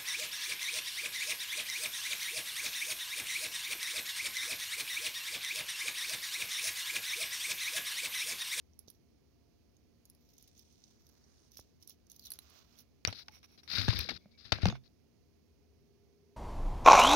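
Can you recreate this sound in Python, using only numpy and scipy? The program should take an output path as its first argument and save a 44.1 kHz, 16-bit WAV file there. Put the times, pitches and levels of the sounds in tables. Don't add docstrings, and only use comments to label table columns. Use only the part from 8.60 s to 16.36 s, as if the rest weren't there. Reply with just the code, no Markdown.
import sys
import numpy as np
from scipy import signal
from scipy.fft import rfft, irfft
from scipy.io import wavfile

SR = 44100
rng = np.random.default_rng(int(sys.argv[2]) if len(sys.argv) > 2 else 0)


def bounce(signal):
    frames = np.transpose(np.atleast_2d(signal))
    limited = np.clip(frames, -1, 1)
    pcm = np.round(limited * 32767).astype(np.int16)
    wavfile.write(sys.argv[1], SR, pcm)


def natural_amplitude(level_db):
    exponent = np.asarray(level_db, float) / 20
    return 10 ** exponent


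N = 342331
T = np.arange(N) / SR

# t/s, peak level/dB, shell f/Hz, link over shell level/dB, left minus right level/dB
DRAG_CLINKS = [(0.134, -73, 5900, -22, -12), (0.191, -68, 5600, 13.5, -25), (0.2765, -66, 6100, -6, -14),
               (0.2823, -56, 5700, -7, -13), (0.349, -74, 5740, -10, -12), (0.3013, -67, 5600, 11.5, -19),
               (1.1663, -69.5, 6400, -2, -4), (1.454, -64, 6700, 5.5, -5), (1.499, -63, 5340, 11.5, -7),
               (1.549, -73, 5030, 7, -2), (1.689, -71, 5440, 2, -4), (1.738, -72, 5900, 5, -13),
               (1.781, -62, 6540, 0, -17), (1.8255, -71, 6650, 8.5, -22), (1.877, -66, 6630, 4, -10),
               (1.977, -67.5, 6600, -6, -24), (1.993, -66.5, 5440, 3.5, -22), (2.125, -78, 6300, 2.5, -29),
               (2.239, -61.5, 6030, -30, -17), (2.42, -73, 5970, -2, -12), (2.467, -71, 5640, 4, -16),
               (2.49, -72, 5600, 6, -12), (2.64, -70, 5800, -15, -11), (2.78, -73, 4800, -20, -8),
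               (2.0225, -74, 5560, 5, -12)]
FOLD_CLINKS = [(2.9183, -65.5, 6000, 1, -17), (2.945, -64, 5400, -21, -5), (2.971, -51.5, 5600, 4.5, -10.5),
               (2.983, -55.5, 5660, 4.5, -10), (2.9975, -57, 5850, 3.5, -14), (3.009, -68, 5340, -1, 4),
               (3.2253, -66.5, 5500, 4, -21), (3.275, -64.5, 5900, 7, -26), (3.288, -62, 4270, 4, 4),
               (3.2956, -56.5, 5370, 6.5, -10), (3.468, -71, 6080, -6, -21), (3.4991, -59.5, 6400, 2, -15),
               (3.5162, -57, 6400, 5.5, -9), (3.562, -58.5, 6130, 4, -11), (3.5946, -53, 4900, 1.5, -9.5),
               (3.651, -56, 4130, -2, 1), (3.657, -52.5, 5800, 3.5, -3), (3.6686, -49.5, 4000, 3, -1),
               (3.704, -55, 5110, 14, -7), (3.7186, -52.5, 4460, 16.5, -9.5),
               (3.736, -55.5, 5000, 7.5, -5.5), (3.756, -60, 4530, 2, 3), (3.789, -54, 4100, 7.5, -9.5),
               (3.9, -69.5, 4750, 6.5, -7), (3.9889, -65, 5990, -4, -12), (4.1261, -72, 5090, -6, -12),
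               (4.1551, -68, 3300, -6, -9) , (4.188, -64, 5830, 1, -19)]
SQUARE_HIT_DB = 5.5
BELT_PAN_DB = -6


def unit(x):
    return x / np.sqrt(np.mean(x ** 2))


def peak(x, db):
    return x * natural_amplitude(db) / np.abs(x).max()


def band(x, hz, width, order=2):
    edges = np.clip([hz - width / 2, hz + width / 2], 20, .48 * SR)
    return signal.sosfilt(signal.butter(order, edges, "bandpass", fs=SR, output="sos"), x)


def on_log(table, hz):
    f, v = np.transpose(table)
    return np.interp(np.log(hz + 1), np.log(f), v)


def decay(t60, size):
    return np.exp(-np.log(1000) * np.arange(size) / SR / max(t60, 1 / 1000))


def ring(hz, t60, size):
    return np.sin(2 * np.pi * hz * np.arange(size) / SR) * decay(t60, size)


def burst(t60, size):
    return rng.standard_normal((2, size)) * decay(t60, size)


def sides(pan_db):
    return natural_amplitude(np.array([[1], [-1]]) * pan_db / 2)


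def add(out, x, s, pan_db):
    i = int(s * SR)
    out[:, i:i + x.shape[-1]] += (x * sides(pan_db))[:, :N - i]


def grains(rate, spread_db, smear_s):
    happens = rng.random((2, N)) < rate / SR
    size_db = spread_db * np.minimum(rng.exponential(size=(2, N)), 4.5)
    tail = signal.lfilter([1], [1, -np.exp(-1 / (smear_s * SR))], happens * natural_amplitude(size_db))
    return unit(tail * rng.standard_normal((2, N)))


def swell(start, top, end, rise_db, fall_db, edge_s=0.0046):
    gain, span = np.zeros(N), slice(int(start * SR), int(end * SR))
    t = T[span]
    inside = np.clip(np.minimum(4 * (t - start), end - t) / edge_s, 0, 1)
    gain[span] = inside * natural_amplitude(np.interp(t, [start, np.clip(top, start, end), end], [-rise_db, 0, -fall_db]))
    return gain


def clinks():
    out = np.zeros((2, N))
    for s, db, shell_hz, link_db, pan_db in DRAG_CLINKS + FOLD_CLINKS:
        glancing = link_db < SQUARE_HIT_DB
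        link_hz = 11110 * np.exp(0.13 * rng.uniform(-1.3, 2.3) * glancing)
        chatter = burst(0.021, size=1800)
        shell = signal.fftconvolve(chatter, ring(shell_hz, .008, size=900)[None])
        link = signal.fftconvolve(chatter, ring(link_hz, 0.0054, size=900)[None])
        crack = burst(0.0042, size=shell.shape[1])
        low = peak(shell, -3) + peak(band(crack, 5300, 3400, order=4), -3.5)
        low = band(low, 5500, 4400, order=3) + peak(band(crack, 1100, 1400), -33)
        top = peak(link, -4.5 - 5.5 * glancing) + peak(band(crack, 12060, 6800, order=3), -2.0)
        add(out, natural_amplitude(db + 10.5) * (natural_amplitude(2.0) * low + natural_amplitude(link_db) * top), s, pan_db)
    return out


def belt_body(x, lo, hi, rough_db):
    # f/Hz, width/Hz, level/dB
    belt_modes = [(3700, 170, -45), (5110, 35, 12), (5900, 820, 38), (9450, 150, -34), (10800, 320, -3),
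                  (12100, 570, 21.5), (12900, 100, 10), (13730, 110, -28), (14300, 30, -19),
                  (14400, 1100, 19)]
    modes = sum(natural_amplitude(db) * band(x, hz, width, order=1) * np.sqrt(500 / width)
                for hz, width, db in belt_modes if lo < hz < hi)
    rattle = unit(band(x, (lo + hi) / 2, hi - lo, order=2))
    return unit(unit(modes) + natural_amplitude(rough_db) * rattle)


def jingle():
    # start t/s, strongest t/s, end t/s, level/dB, links over shells level/dB
    moves = [(0.187, 0.195, 0.26, -74, 4), (0.272, 0.285, 0.38, -70, 2), (1.44, 1.455, 1.64, -78, 3),
             (1.6, 1.74, 1.775, -72, 0), (1.775, 1.82, 1.86, -69, 2), (1.7, 1.9, 2.2, -72, -14),
             (1.868, 1.88, 1.895, -66, 0), (1.96, 1.99, 2.02, -66, -2), (2.0, 2.29, 2.42, -68, -10),
             (2.39, 2.482, 2.62, -70, -2), (2.55, 2.88, 2.91, -70, -20), (2.91, 2.984, 3.03, -61, 0),
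             (3.0, 3.02, 3.12, -70, -6), (3.2, 3.235, 3.27, -64, -1), (3.27, 3.3, 3.35, -60, 0),
             (3.494, 3.5, 3.63, -64, 2), (3.615, 3.655, 3.69, -57, 2), (3.7, 3.73, 3.78, -60, -2),
             (3.81, 3.825, 3.85, -68, 4), (4.165, 4.196, 4.23, -60, 5)]
    # start t/s, strongest t/s, end t/s, level/dB
    brushes = [
        (2.252, 2.605, 2.92, -80),
    ]
    patter = grains(rate=900, spread_db=3.0, smear_s=0.0022)
    low, top = belt_body(patter, 3200, 8130, 0.17), belt_body(patter, 8300, 18000, 6.0)
    shakes = [(s, s, s + 0.025, db - 17, min(link_db, 4))
              for s, db, _, link_db, _ in DRAG_CLINKS + FOLD_CLINKS]
    shells = links = 0
    for start, most, end, db, link_db in moves + shakes:
        move = swell(start, most, end, 11, 13.5) * natural_amplitude(db)
        shells, links = shells + move, links + move * natural_amplitude(link_db)
    press = sum(swell(start, most, end, 4.4, 3.9) * natural_amplitude(db) for start, most, end, db in brushes)
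    pile = press * unit(band(patter, 1300, 1500))
    return sides(BELT_PAN_DB) * (natural_amplitude(-0.5) * shells * low + natural_amplitude(-3.5) * links * top + pile)


def skid():
    scrape = (3.618, 3.66, 3.695, -56, 4450, 3550, 450)
    start, most, end, db, first_hz, last_hz, width = scrape
    hz = np.interp(T, [start, end], [first_hz, last_hz])
    lowpass = signal.butter(2, width / 2, fs=SR, output="sos")
    grit = unit(signal.sosfilt(lowpass, rng.standard_normal((2, N))))
    return swell(start, most, end, 5.5, 3.5) * natural_amplitude(db) * grit * np.sin(2 * np.pi * np.cumsum(hz) / SR)


def drag():
    slides = [
        (1.62, 1.85, 1.5, -77),
        (2.053, 2.3, 3.2, -78),
        (2.5, 2.748, 2.98, -84),
        (3.0, 3.05, 3.22, -86),
    ]
    hiss = unit(band(grains(rate=5000, spread_db=6.0, smear_s=0.0035), 5700, 3300, order=3))
    press = sum(swell(start, most, end, 7.3, 12.0, edge_s=0.046) * natural_amplitude(db) for start, most, end, db in slides)
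    return sides(BELT_PAN_DB) * press * hiss


def sweep():
    strokes_away = [
        (3.65, 3.75, 3.8, -68),
        (3.783, 3.964, 4.06, -65),
        (4.038, 4.173, 4.26, -70.5),
    ]
    # f/Hz, width/Hz, level/dB
    pile_bands = [(707, 210, -10), (1250, 530, -6.5), (2830, 1300, -11), (5000, 4230, 2),
                  (12370, 7700, -6.5)]
    fibres = grains(rate=5200, spread_db=-4.0, smear_s=0.003)
    wash = unit(sum(natural_amplitude(db) * unit(band(fibres, hz, width)) for hz, width, db in pile_bands))
    press = sum(swell(start, most, end, 6.4, 6.5, edge_s=0.036) * natural_amplitude(db)
                for start, most, end, db in strokes_away)
    return sides(-11.5) * press * wash


def cavities(slip, port):
    return [natural_amplitude(db) * unit(band(slip, hz, width, order=3)) for hz, width, db in port]


def rub():
    # f/Hz, width/Hz, level/dB
    left_port = [(4380, 1465, 0.5), (2030, 1500, -5), (12400, 5600, -28)]
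    right_port = [(4800, 2300, -12), (1790, 2500, 0), (11900, 6700, -10)]
    # start t/s, firmest t/s, end t/s, level/dB, left minus right level/dB
    strokes = [(4.5, 4.6, 4.638, -51.5, 10), (4.71, 4.75, 4.795, -63, -12), (4.828, 4.845, 4.865, -62, -12),
               (4.88, 4.936, 4.975, -69, -8), (4.975, 4.992, 5.012, -59, 8), (5.03, 5.04, 5.08, -65, -6),
               (4.6, 4.66, 5.08, -75, 0), (5.57, 5.6, 5.72, -76, 8), (5.71, 5.72, 5.76, -73, 12),
               (5.775, 5.8, 5.86, -61, 16), (5.843, 5.855, 5.935, -61, 16), (6.235, 6.26, 6.285, -70, 15)]
    grips = [(4.451, 4.453, 4.48, -46, 16), (4.47, 4.48, 4.525, -50, -10), (4.683, 4.686, 4.7, -60, -6),
             (5.15, 5.185, 5.25, -49, 19), (5.285, 5.3, 5.37, -52, 22), (5.487, 5.495, 5.53, -41, 15),
             (5.843, 5.86, 5.92, -64, 8), (5.922, 5.935, 6.03, -46, 10), (6.01, 6.034, 6.06, -50, 17),
             (6.056, 6.07, 6.13, -45.5, 4), (6.1, 6.16, 6.19, -62, 0)]
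    # t/s, pressure as level/dB, left minus right level/dB
    palm_slide = [
        (5.076, -58.5, 16),
        (5.1, -48.5, 18),
        (5.125, -40.5, 12.5),
        (5.185, -42, 12.5),
        (5.275, -47, 14),
        (5.3, -49.5, 17.5),
        (5.41, -40.5, 8.5),
        (5.46, -54.5, 17),
        (5.51, -61.5, 20),
        (5.58, -54.5, 18.5),
    ]
    # rise/dB, fall/dB, case over cavity/dB, rumble over cavity/dB
    light, firm = (10, 11, -6.5, -20.5), (13, 22.7, 4.3, 4)

    slip = grains(rate=9600, spread_db=1.5, smear_s=0.0051)
    rumble = unit(band(rng.standard_normal((2, N)), 100, 240)) * natural_amplitude(np.array([[3.0], [-6.0]]))
    ports = np.stack([cavities(slip[0], left_port), cavities(slip[1], right_port)], axis=1)
    judder_db = 2.5 * unit(band(rng.standard_normal((3, 1, N)), 55.07, 70))
    cavity, case, air = ports * natural_amplitude(judder_db)
    air = air * natural_amplitude(np.where(T > 5.57, -6, 0))
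    cavity[1] += natural_amplitude(-2.0) * unit(band(slip[1], 5550, 500))
    case[1] += natural_amplitude(-7.5) * unit(band(slip[1], 2200, 510))

    s, db, pan_db = np.transpose(palm_slide)
    palm = swell(s[0], s[0], s[-1], 0, 0) * natural_amplitude(np.interp(T, s, db))
    out = palm * sides(np.interp(T, s, pan_db)) * (cavity + air + natural_amplitude(-4) * case)
    shake = palm * natural_amplitude(-7)
    for touches, (rise_db, fall_db, case_db, rumble_db) in ((strokes, light), (grips, firm)):
        for start, most, end, db, pan_db in touches:
            press = swell(start, most, end, rise_db, fall_db) * natural_amplitude(db)
            out = out + press * sides(pan_db) * (cavity + air + natural_amplitude(case_db) * case)
            shake = shake + press * natural_amplitude(rumble_db)
    keep = np.exp(-1 / (0.023 * SR))
    return out + signal.lfilter([1 - keep], [1, -keep], shake) * rumble


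def knocks():
    # t/s, peak level/dB, case f/Hz, dull body relative level/dB, left minus right level/dB
    taps = [(4.4504, -10.5, 4598, -52, 10.5), (4.4757, -28.5, 6000, -2.5, 2.5),
            (4.4835, -37, 1520, -3, 7.5), (4.4893, -39, 3200, -4, 9), (4.527, -29, 4200, -12, -0.5),
            (4.683, -31.5, 5500, -33, 2), (4.83, -49, 5560, -21, 8), (4.9781, -49.5, 4100, -10, 11.5),
            (5.033, -47, 5630, -19, 9.5), (5.077, -46, 4100, -13, 21), (5.1823, -26.5, 3820, -17, 22),
            (5.2815, -25, 1640, -1.5, -6.5), (5.2875, -24, 4200, -38, 15), (5.303, -26.5, 3680, -13, 13.5),
            (5.3297, -38, 4380, 6.5, 11), (5.391, -28, 5030, -40, 25.5), (5.4888, -23, 2200, -14.5, 10.5),
            (5.4928, -27, 3250, -19, 10), (5.517, -42, 4070, -1, 16), (5.2131, -28.5, 4000, -15, 19),
            (5.9207, -18, 4610, -9.5, 18), (5.9245, -17.5, 3720, -9.5, 13.5),
            (5.9853, -42.5, 1600, 4.5, -2), (6.0196, -36.5, 4570, -17.5, 19.5),
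            (6.032, -31, 3870, -20, 12.5), (6.044, -40.5, 5500, -20, 11.5), (6.067, -26, 4500, -19.5, 6.5),
            (6.085, -28.5, 4800, -5.5, 9), (6.0552, -17.5, 2150, -1.5, 2), (6.0996, -31, 3650, -1.5, -3),
            (6.1236, -39, 1310, -1.5, 3), (6.1539, -45.5, 1500, 5, -4)]
    out = np.zeros((2, N))
    for s, db, case_hz, body_db, pan_db in taps:
        t60 = 0.004 if body_db < -24 else 0.02
        crack = burst(t60, size=3000)
        case = signal.fftconvolve(burst(0.72 * t60, size=1000), ring(case_hz, 1.2 * t60, size=2001)[None])
        parts = peak(case, -6.5) + peak(band(crack, 3056, 3700, order=3), -2.0)
        top = peak(band(crack, 12000, 12000, order=3), -36.0) * sides(-8)
        body = peak(band(crack[:1], 560, 980), body_db)
        add(out, natural_amplitude(db) * (parts + top + body), s, pan_db)
    return out


def nail_snap():
    # t/s, peak level/dB, left minus right level/dB
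    flick = (5.390, -23, -7)
    s, db, pan_db = flick
    out = np.zeros((2, N))
    add(out, peak(band(burst(0.0075, size=2000), 13000, 14000), db), s, pan_db)
    return out


def pings():
    # t/s, f/Hz, peak level/dB, t60/s, left minus right level/dB
    ping_modes = [(4.4501, 4520, -18, 0.003, 10.5), (4.683, 1480, -41, 0.008, -4),
                  (4.84, 2180, -58.5, 0.03, -10), (4.73, 2180, -64, 0.1, -8),
                  (5.9223, 2200, -26, 0.008, 14), (6.126, 1330, -44, 0.01, 3),
                  (4.4506, 1820, -18, 0.0045, 13), (4.453, 1890, -50.5, 0.011, 9.5),
                  (4.4744, 5670, -24.5, 0.012, -18.5), (4.69, 854, -56, 0.067, 7),
                  (5.176, 1430, -36, 0.039, 15), (5.394, 2450, -37, 0.019, 16),
                  (6.056, 2170, -30, 0.016, 2), (6.056, 6100, -28, 0.0078, -6),
                  (5.738, 2280, -67.5, 0.25, -6.5), (2.971, 5600, -37, 0.0025, -3),
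                  (3.719, 4300, -40, 0.0046, 7), (3.7888, 3870, -37.5, 0.0027, 5),
                  (5.392, 3580, -51, 0.11, -14.5), (5.495, 3430, -49, 0.2, 10),
                  (5.612, 2240, -71.5, 0.5, -5.5), (6.102, 3530, -51, 0.19, -3.5),
                  (6.103, 6530, -50, 0.098, -9)]
    out = np.zeros((2, N))
    for s, hz, db, t60, pan_db in ping_modes:
        waver = unit(band(rng.standard_normal(12000), 70, 110))
        flutter = 1 - min(t60, .8) + (.2 + t60) * waver
        add(out, natural_amplitude(db) * (flutter * ring(hz, t60, size=12000))[None], s, pan_db)
    return out


def thumps():
    # t/s, peak level/dB, f/Hz, t60/s, left minus right level/dB
    jolts = [(0.28, -48, 410, 0.01, -5), (2.994, -46.5, 69.6, 0.011, -2), (2.993, -42, 520, 0.0023, -5),
             (4.474, -43.5, 100.4, 0.12, 35), (5.185, -32, 99.6, 0.28, 19),
             (5.282, -25.5, 255, 0.011, 14.5), (5.49, -38, 604, 0.016, 10), (5.2862, -20, 108.7, 0.077, 18),
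             (5.345, -34, 84, 0.23, 14), (5.451, -47, 483, 0.05, 1), (5.387, -34.5, 76.8, 0.097, 23.5),
             (5.488, -63, 184, 0.065, 3.5), (5.658, -47, 206, 0.053, 0), (5.658, -52, 580, 0.019, -1),
             (5.855, -50.5, 110, 0.086, 13.5), (5.922, -27.5, 89, 0.078, 15.5),
             (5.924, -36.5, 300.6, 0.045, 3.5), (5.922, -26.5, 1390, 0.021, 10.5),
             (6.033, -23.5, 99, 0.14, 22), (6.057, -18, 181, 0.1, 3), (6.079, -22.5, 113, 0.072, 14),
             (6.085, -31.5, 215, 0.12, -3), (6.126, -39, 720, 0.033, 1), (5.93, -34, 96, 0.15, 15),
             (6.127, -34, 127.8, 0.23, -7.5)]
    out = np.zeros((2, N))
    for s, db, hz, t60, pan_db in jolts:
        rock = ring(hz, t60, size=9000) * np.array([[1], [-1]]) ** (s > 5 and hz < 140)
        second = natural_amplitude(-2.0) * ring(2.0 * hz, 0.091 * t60, size=9000)
        sixth = natural_amplitude(-14.5) * ring(6.0 * hz, 0.14 * t60, size=9000)
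        onset = 1 - np.exp(-T[:9000] * hz / 0.083)
        add(out, peak((rock + second + sixth) * onset, db - 0.5), s, pan_db)
    return out


def room():
    # f/Hz, level/dB per Hz
    floor = [(15, -46), (25, -14), (60, 1), (220, -8), (400, -10), (700, -22), (1000, -27), (1600, -33.5),
             (3600, -42.5), (5300, -35.5), (6700, -33), (9500, -40), (13000, -37), (16500, -36)]
    # f/Hz, width/Hz, level over the floor/dB
    hums = [(78, 3.3, 11), (232.1, 6.1, 13.5), (280, 39, -7.5), (417, 2.1, -5), (694, 11, 12.5)]
    # f/Hz, coherence 0-1
    likeness = [(60, 0.6), (130, 0), (290, 0.02), (640, 0), (1410, 0.88), (3100, 1), (6820, 0.7),
                (15000, 0.01)]
    # f/Hz, left minus right level/dB
    lean = [(60, 0), (110, -0.5), (200, -2), (380, -1), (700, 0.5), (1290, -0.5), (2380, -27),
            (4400, -30.5), (8120, -9.5), (15000, 5)]
    hz = np.arange(N // 2 + 1) * SR / N
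    hum = sum(natural_amplitude(db) / (1 + (2 * (hz - f) / width) ** 2) for f, width, db in hums)
    like = np.clip(on_log(likeness, hz), 0, 1)
    mid, side = rfft(rng.standard_normal((2, N)))
    sign = np.array([[1], [-1]])
    ports = (np.sqrt(1 + like) * mid + sign * np.sqrt(1 - like) * side) * sides(on_log(lean, hz))
    return unit(irfft(ports * natural_amplitude(on_log(floor, hz)) * (.6 + .4 * hum), N)) * natural_amplitude(-66)


def drone():
    # t/s, level/dB
    loudness = [
        (0, -93),
        (6.4, -85.5),
        (6.9, -77.5),
        (7.76, -67.5),
    ]
    haze = unit(band(rng.standard_normal(N), 410, 80))
    return natural_amplitude(np.interp(T, *np.transpose(loudness))) * (np.sin(2 * np.pi * 404 * T) + 0.5 * haze)


def scene():
    belt = clinks() + jingle() + skid() + sweep() + drag()
    tail = signal.fftconvolve(belt, burst(.12, size=9000), axes=1)[:, :N]
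    handling = knocks() + nail_snap() + pings() + thumps() + rub()
    return belt + natural_amplitude(-42) * tail + handling + room() + drone()


def top_cut(x):
    return signal.sosfilt(signal.butter(12, 17000, fs=SR, output="sos"), x)


def record(dry):
    steady = signal.sosfilt(signal.butter(3, 55, "highpass", fs=SR, output="sos"), dry)
    dipped = steady - .75 * band(steady, 7720, 2400, order=1)
    gap = signal.sosfiltfilt(signal.butter(4, (7050, 7650), "bandpass", fs=SR, output="sos"), dipped)
    dipped = dipped - (1 - natural_amplitude(-6)) * gap
    cut = signal.sosfilt(signal.ellip(8, .5, 22, 15900, fs=SR, output="sos"), dipped)
    return top_cut(cut)


dry = scene()
out = record(dry)
bounce(out)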